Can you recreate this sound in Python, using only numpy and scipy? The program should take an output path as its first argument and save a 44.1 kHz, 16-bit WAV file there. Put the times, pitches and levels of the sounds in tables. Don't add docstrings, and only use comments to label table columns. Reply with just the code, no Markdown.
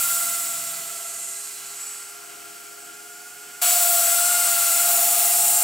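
import sys
import numpy as np
from scipy import signal
from scipy.fft import rfft, irfft
from scipy.io import wavfile
from scipy.ndimage import map_coordinates

SR = 44100
rng = np.random.default_rng(int(sys.argv[2]) if len(sys.argv) > 2 else 0)


def master(y):
    cut = np.clip(np.atleast_2d(y).T, -1, 1)
    pcm = np.round(cut * 32767)
    wavfile.write(sys.argv[1], SR, pcm.astype(np.int16))


N = 248283
TIME = np.arange(N) / SR
BINS = np.fft.rfftfreq(N, 1 / SR)
SWITCH_RATIO, TAIL_RATIO, ROTOR_RATIO = 11.314, 1.032, 1 / 38
SIDE_ON_UNTIL_S, CUT_S, OVERHEAD_S, OVERHEAD_LENGTH_S, LEAVING_S = 0.9, 3.614, 4.52, 0.75, 4.85


def undb(db):
    return 10 ** (np.asarray(db) / 20)

def unit(x):
    return x / np.std(x)

def across(points):
    hz, value = np.transpose(points)
    return np.interp(np.log(BINS + 1), np.log(hz), value)

def band(x, lo_hz, hi_hz):
    power = 1 / (1 + (BINS / hi_hz) ** 24) / (1 + (lo_hz / (BINS + 1)) ** 24)
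    return irfft(rfft(x) * np.sqrt(power), N)

def drift(rate_hz, size=8192):
    hz = np.fft.rfftfreq(size, N / SR / size)
    slow = irfft(rfft(rng.standard_normal(size)) * np.exp(-(hz / rate_hz) ** 2))
    return np.interp(np.arange(N) * size / N, np.arange(size), unit(slow))

def turning(hz):
    return 2 * np.pi * np.cumsum(hz) / SR

def tone(angle, db, rough, rate_hz):
    wave = (1 + rough * drift(rate_hz)) * np.sin(angle) + rough * drift(rate_hz) * np.cos(angle)
    return np.sqrt(2) * undb(db) * wave / np.sqrt(1 + 2 * rough ** 2)

def curves(table):
    times, *columns = np.transpose(table)
    return [np.interp(TIME, times, column) for column in columns]

def flights(away, close):
    share = np.clip((TIME - CUT_S) / .004, 0, 1)
    return [a + share * (b - a) for a, b in zip(curves(away), curves(close))]

def after(time_s, length_s=0.18):
    return .5 + .5 * np.tanh(2 * (TIME - time_s) / length_s)

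def flares(rows):
    return sum(db * np.exp(-(2 * (TIME - peak_s) / length_s) ** 2) for peak_s, length_s, db in rows)

def carried(part, hiss_db):
    close_db, fade_slope, side_on_db, overhead_db, leaving_db = part
    faded_db = -18.5 - hiss_db
    side_on = 1 - after(SIDE_ON_UNTIL_S)
    overhead = after(OVERHEAD_S - OVERHEAD_LENGTH_S / 2) - after(OVERHEAD_S + OVERHEAD_LENGTH_S / 2)
    facing_db = side_on_db * side_on + overhead_db * overhead + leaving_db * after(LEAVING_S)
    return close_db + fade_slope * faded_db + facing_db


# freq_hz, relative_db
AIR_SPECTRUM = [(25, -24), (70, 0.5), (150, 6), (400, 9.5), (1000, -4), (3000, 12.5), (15000, -45)]

def field_air():
    colour = undb(across(AIR_SPECTRUM))
    mid, left, right = (unit(irfft(rfft(rng.standard_normal(N)) * colour, N)) for _ in range(3))
    return (mid + .5 * np.array([left, right])) * undb(-55.5 + 2 * drift(4.5))

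def scatter(x, t60_s):
    t = TIME[:SR // 3]
    tails = rng.standard_normal((2, len(t))) * undb(-60 * t / t60_s)
    tails /= np.sqrt(np.sum(tails ** 2, axis=1, keepdims=True))
    return signal.fftconvolve(x[None], tails, axes=1)[:, :N]


MOTOR_SHAFT = [-21, -9, -10.5, -15.5]
# close_db, fade_slope, side_on_db, overhead_db, leaving_db
HUM_CARRY = (-63.5, 0.2067, -3, 1, 9)
HUM_OCTAVE_CARRY = (-55, -0.4666, 0.5, 6.5, 13.5)
MOTOR_BUZZ_CARRY = (-67.5, -0.12, 11, 10.5, 14)

def motor(commutation, hiss_db):
    hum_db, octave_db = carried(HUM_CARRY, hiss_db), carried(HUM_OCTAVE_CARRY, hiss_db)
    shaft = commutation / 5
    buzz = sum(tone(k * shaft, db + 1.5 * drift(1), rough=.25, rate_hz=8)
               for k, db in enumerate(MOTOR_SHAFT, 1))
    hum = tone(commutation, hum_db, rough=.13, rate_hz=20)
    hum += tone(2 * commutation, octave_db, rough=.24, rate_hz=33)
    drone = tone(commutation - shaft, hum_db - .7 * hiss_db - 37.5, rough=.12, rate_hz=8)
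    hum += tone(3 * commutation, octave_db - 6.5, rough=.13, rate_hz=29)
    hum += tone(4 * commutation, .22 * octave_db - 47.5, rough=.85, rate_hz=34)
    return hum + drone + buzz * undb(carried(MOTOR_BUZZ_CARRY, hiss_db))


TAIL_SHAFT = [-31, -2, -2, -5, -3]
# close_db, fade_slope, side_on_db, overhead_db, leaving_db
TAIL_TONE_CARRY = (-8.5, 0.2176, -3.5, -12, 10)
TAIL_BUZZ_CARRY = (-64, -0.58, 11, 1, 0)

def tail_drive(mesh, gear_db, hiss_db):
    tail_mesh = mesh * TAIL_RATIO
    buzz = sum(tone(k * tail_mesh / 10, db + 2 * drift(1), rough=.87, rate_hz=3.3)
               for k, db in enumerate(TAIL_SHAFT, 1))
    sing = tone(tail_mesh, gear_db + carried(TAIL_TONE_CARRY, hiss_db), rough=.064, rate_hz=72)
    return sing + buzz * undb(carried(TAIL_BUZZ_CARRY, hiss_db) - 3.5)


SIDEBAND_MULTIPLES = [(1, -1, 0), (1, 0, -1), (1, 0, 1), (1, 1, 0), (1, 2, 0), (2, 0, 0), (2, 0, -1),
                      (2, -1, 0)]
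SIDEBAND_LEVELS = [-14.5, -15.5, -14.5, -16, -20, -21, -21, -25]
# close_db, fade_slope, side_on_db, overhead_db, leaving_db
WHISTLE_CARRY = (-11, 0.0474, 0.5, -0.5, -4)
# peak_s, length_s, boost_db
WHISTLE_FLARES = [(.55, 0.33, 4), (1.88, 0.27, 10.5), (3.7, 0.12, 6), (4.072, .1, 6), (4.76, 0.23, 2)]

def speed_controller(mesh, commutation, hiss_db, top_db):
    switch = mesh * SWITCH_RATIO
    sidebands = 0
    for (n_switch, n_mesh, n_commutation), db in zip(SIDEBAND_MULTIPLES, SIDEBAND_LEVELS):
        angle = n_switch * switch + n_mesh * mesh + n_commutation * commutation
        fade_db = top_db + 6.5 if n_switch > 1 else 0
        sidebands += tone(angle, db + fade_db + 1.8 * drift(2), rough=.45, rate_hz=25)
    whistle_db = hiss_db + carried(WHISTLE_CARRY, hiss_db) + flares(WHISTLE_FLARES) - .5
    return tone(switch, whistle_db, rough=.32, rate_hz=75) + sidebands * undb(hiss_db)


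# freq_hz, relative_db
HISS_SPECTRUM = [(120, -39.5), (350, -26.5), (620, -19.5), (950, -14), (1350, -7), (1850, -12.5),
                 (2800, -9.5), (3800, -9), (4150, -7.5), (6400, -11), (7100, -3.5), (8300, 2.5),
                 (11400, -4), (11950, -3), (12400, -6.5), (15600, -2.5)]

def tooth_hiss(mesh, hiss_db, body_db, top_db):
    teeth = 10
    turn_s = teeth / 690.5
    repeat = .27 * np.exp(-2j * np.pi * BINS * turn_s)
    scrape = irfft(rfft(rng.standard_normal(N)) / (1 - repeat), N)
    turns = mesh / (2 * np.pi * teeth)
    scrape = map_coordinates(scrape, [turns * turn_s * SR], order=3, mode="wrap")
    scrape *= 1 + .098 * np.cos(mesh) + .046 * np.cos(mesh * 2 / 5) + .061 * np.cos(mesh / 5)
    scrape *= undb(.3 * drift(45))
    hiss = irfft(rfft(scrape) * undb(across(HISS_SPECTRUM)), N)
    body = unit(band(hiss, 20, 6735)) * undb(body_db - .62)
    skimming = np.interp(TIME, [.7, 2.4, 3.6, 3.62], [0, .62, .62, 0])
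    body -= skimming * band(body, 3300, 4000)
    bright = unit(band(hiss, 5490, 13200)) * undb(-4.5)
    top = unit(band(hiss, 11030, 17200)) * undb(top_db - 2.7)
    return (body + bright + top) * undb(hiss_db)

def airframe(x):
    grid_hz = np.arange(0, SR / 2, 170)
    ripple_db = 1.1 * rng.standard_normal(len(grid_hz))
    return irfft(rfft(x) * undb(np.interp(BINS, grid_hz, ripple_db)), N)

def banking_swish(hiss, peak_s, length_s, boost_db):
    swell = undb(flares([(peak_s, length_s, boost_db)]))
    return hiss + (swell - 1) * band(hiss, 6700, 7400)


# close_db, fade_slope, side_on_db, overhead_db, leaving_db
THIRD_CARRY = (-27.5, 0.3444, 3.5, 4, -2.5)
FOURTH_CARRY = (-26.5, 0, 0.5, 4, 0)
SIXTH_CARRY = (-31.5, 0, -5, 6.5, -2)
# peak_s, length_s, boost_db
SIXTH_FLARES = [(1.55, 0.44, 14)]

def gear_overtones(mesh, hiss_db):
    third = tone(3 * mesh, hiss_db + carried(THIRD_CARRY, hiss_db), rough=1, rate_hz=44)
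    fourth = tone(4 * mesh, hiss_db + carried(FOURTH_CARRY, hiss_db), rough=1.8, rate_hz=70)
    sixth_db = hiss_db + carried(SIXTH_CARRY, hiss_db) + flares(SIXTH_FLARES)
    return third + fourth + tone(6 * mesh, sixth_db, rough=.98, rate_hz=75)

def main_gear(mesh, gear_db, octave_db):
    rotor = mesh * ROTOR_RATIO + .21 * drift(1.9)
    throb = 1 + .42 * np.cos(rotor) - .16 * np.cos(2 * rotor)
    fundamental = tone(mesh, gear_db, rough=.18, rate_hz=115)
    octave = tone(2 * mesh + .78 * np.sin(rotor), octave_db - .4, rough=.23, rate_hz=72) * throb
    tail_load = tone((1 + TAIL_RATIO) * mesh, octave_db - 18.5, rough=1, rate_hz=77)
    return fundamental, octave + tail_load


# time_s, pitch_hz
AWAY_MESH = [(0, 687.2), (0.92, 672.2), (1.6, 680), (2.05, 691.5), (2.7, 689.6), (3.2, 706.7), (3.61, 705)]
PASS_MESH = [(3.62, 702.3), (3.78, 698.2), (4.06, 684.8), (4.3, 703.1), (4.7, 684), (4.88, 696.2),
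             (5.0, 679), (5.15, 684), (5.63, 693)]
# time_s, hiss_db, body_relative_db, top_relative_db
AWAY_HISS_FADERS = [(0, -22.5, -9.5, -1.5), (0.15, -22.5, -11.5, -5.5), (0.55, -28.6, -9, -7),
                    (0.92, -33, -7, -10), (1.28, -31, -13, -26), (1.6, -37.3, -4.5, -11),
                    (1.92, -35.5, -6.5, -18), (2.22, -44.0, -1.1, -7), (2.9, -44, -3.5, -9.3),
                    (3.61, -43, -3, -8)]
PASS_HISS_FADERS = [(3.62, -20, -5.5, -1.5), (3.9, -19, -10.5, -2.5), (4.4, -20, -9.5, -6.5),
                    (5.0, -20, -9.5, -0.5), (5.63, -17.5, -14, -7)]
# time_s, gear_db, octave_db
AWAY_GEAR_FADERS = [(0, -49, -34.1), (0.17, -43.5, -33), (0.7, -46.5, -44.5), (1.05, -46.5, -44.5),
                    (1.3, -52.5, -50.7), (1.5, -62.5, -55), (1.72, -56.4, -51.5), (1.93, -70, -48),
                    (2.15, -54.5, -49), (3.61, -57, -46)]
PASS_GEAR_FADERS = [(3.62, -33, -39), (3.88, -29.5, -36.7), (4.28, -33, -29.5), (4.55, -34.5, -32.5),
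                    (4.75, -34.5, -30.5), (4.9, -31, -37), (5.12, -36, -44.5), (5.63, -37.5, -43.8)]
# time_s, left_minus_right_db
AWAY_PAN = [(0.0, -1.0), (1.32, -2.5), (2.5, -1.0), (3.55, -1.5)]
PASS_PAN = [(3.65, 1.02), (4.234, 2.2), (5.63, 0.44)]

def scene():
    mesh_hz, = flights(AWAY_MESH, PASS_MESH)
    hiss_db, body_db, top_db = flights(AWAY_HISS_FADERS, PASS_HISS_FADERS)
    gear_db, octave_db = flights(AWAY_GEAR_FADERS, PASS_GEAR_FADERS)
    pan_db, = flights(AWAY_PAN, PASS_PAN)
    hum_hz = 411.5 + .35 * (mesh_hz - 690) + 4.5 * after(LEAVING_S)
    mesh, commutation = turning(mesh_hz), turning(hum_hz)
    gear, octave = main_gear(mesh, gear_db, octave_db)
    low = gear + tail_drive(mesh, gear_db, hiss_db) + motor(commutation, hiss_db)
    hiss = airframe(tooth_hiss(mesh, hiss_db, body_db, top_db))
    hiss = banking_swish(hiss, peak_s=1.25, length_s=.51, boost_db=4.8)
    whistle = speed_controller(mesh, commutation, hiss_db, top_db)
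    high = hiss + octave + gear_overtones(mesh, hiss_db) + whistle
    sides_db = pan_db * np.array([[1], [-1]]) / 2
    direct = low * undb(.93 + .22 * sides_db) + high * undb(sides_db)
    send = (high + 2.2 * low + 1.5 * band(hiss, 300, 2300)) * undb(-.45 * hiss_db)
    return direct + undb(-29) * scatter(send, t60_s=.6) + field_air()


# freq_hz, lead_rad
LEFT_PORT_LEAD = [(50, 0.053), (300, 0.57), (700, 1), (1400, 0.84), (2800, 0.47), (5000, 0.36),
                  (10000, 0.096)]

def record(dry):
    lead = np.exp(.5j * across(LEFT_PORT_LEAD) * np.array([[1], [-1]]))
    ports = irfft(rfft(dry) * lead, N)
    return signal.sosfilt(signal.ellip(12, .2, 80, 15750, fs=SR, output="sos"), ports)


dry = scene()
out = record(dry)
master(out)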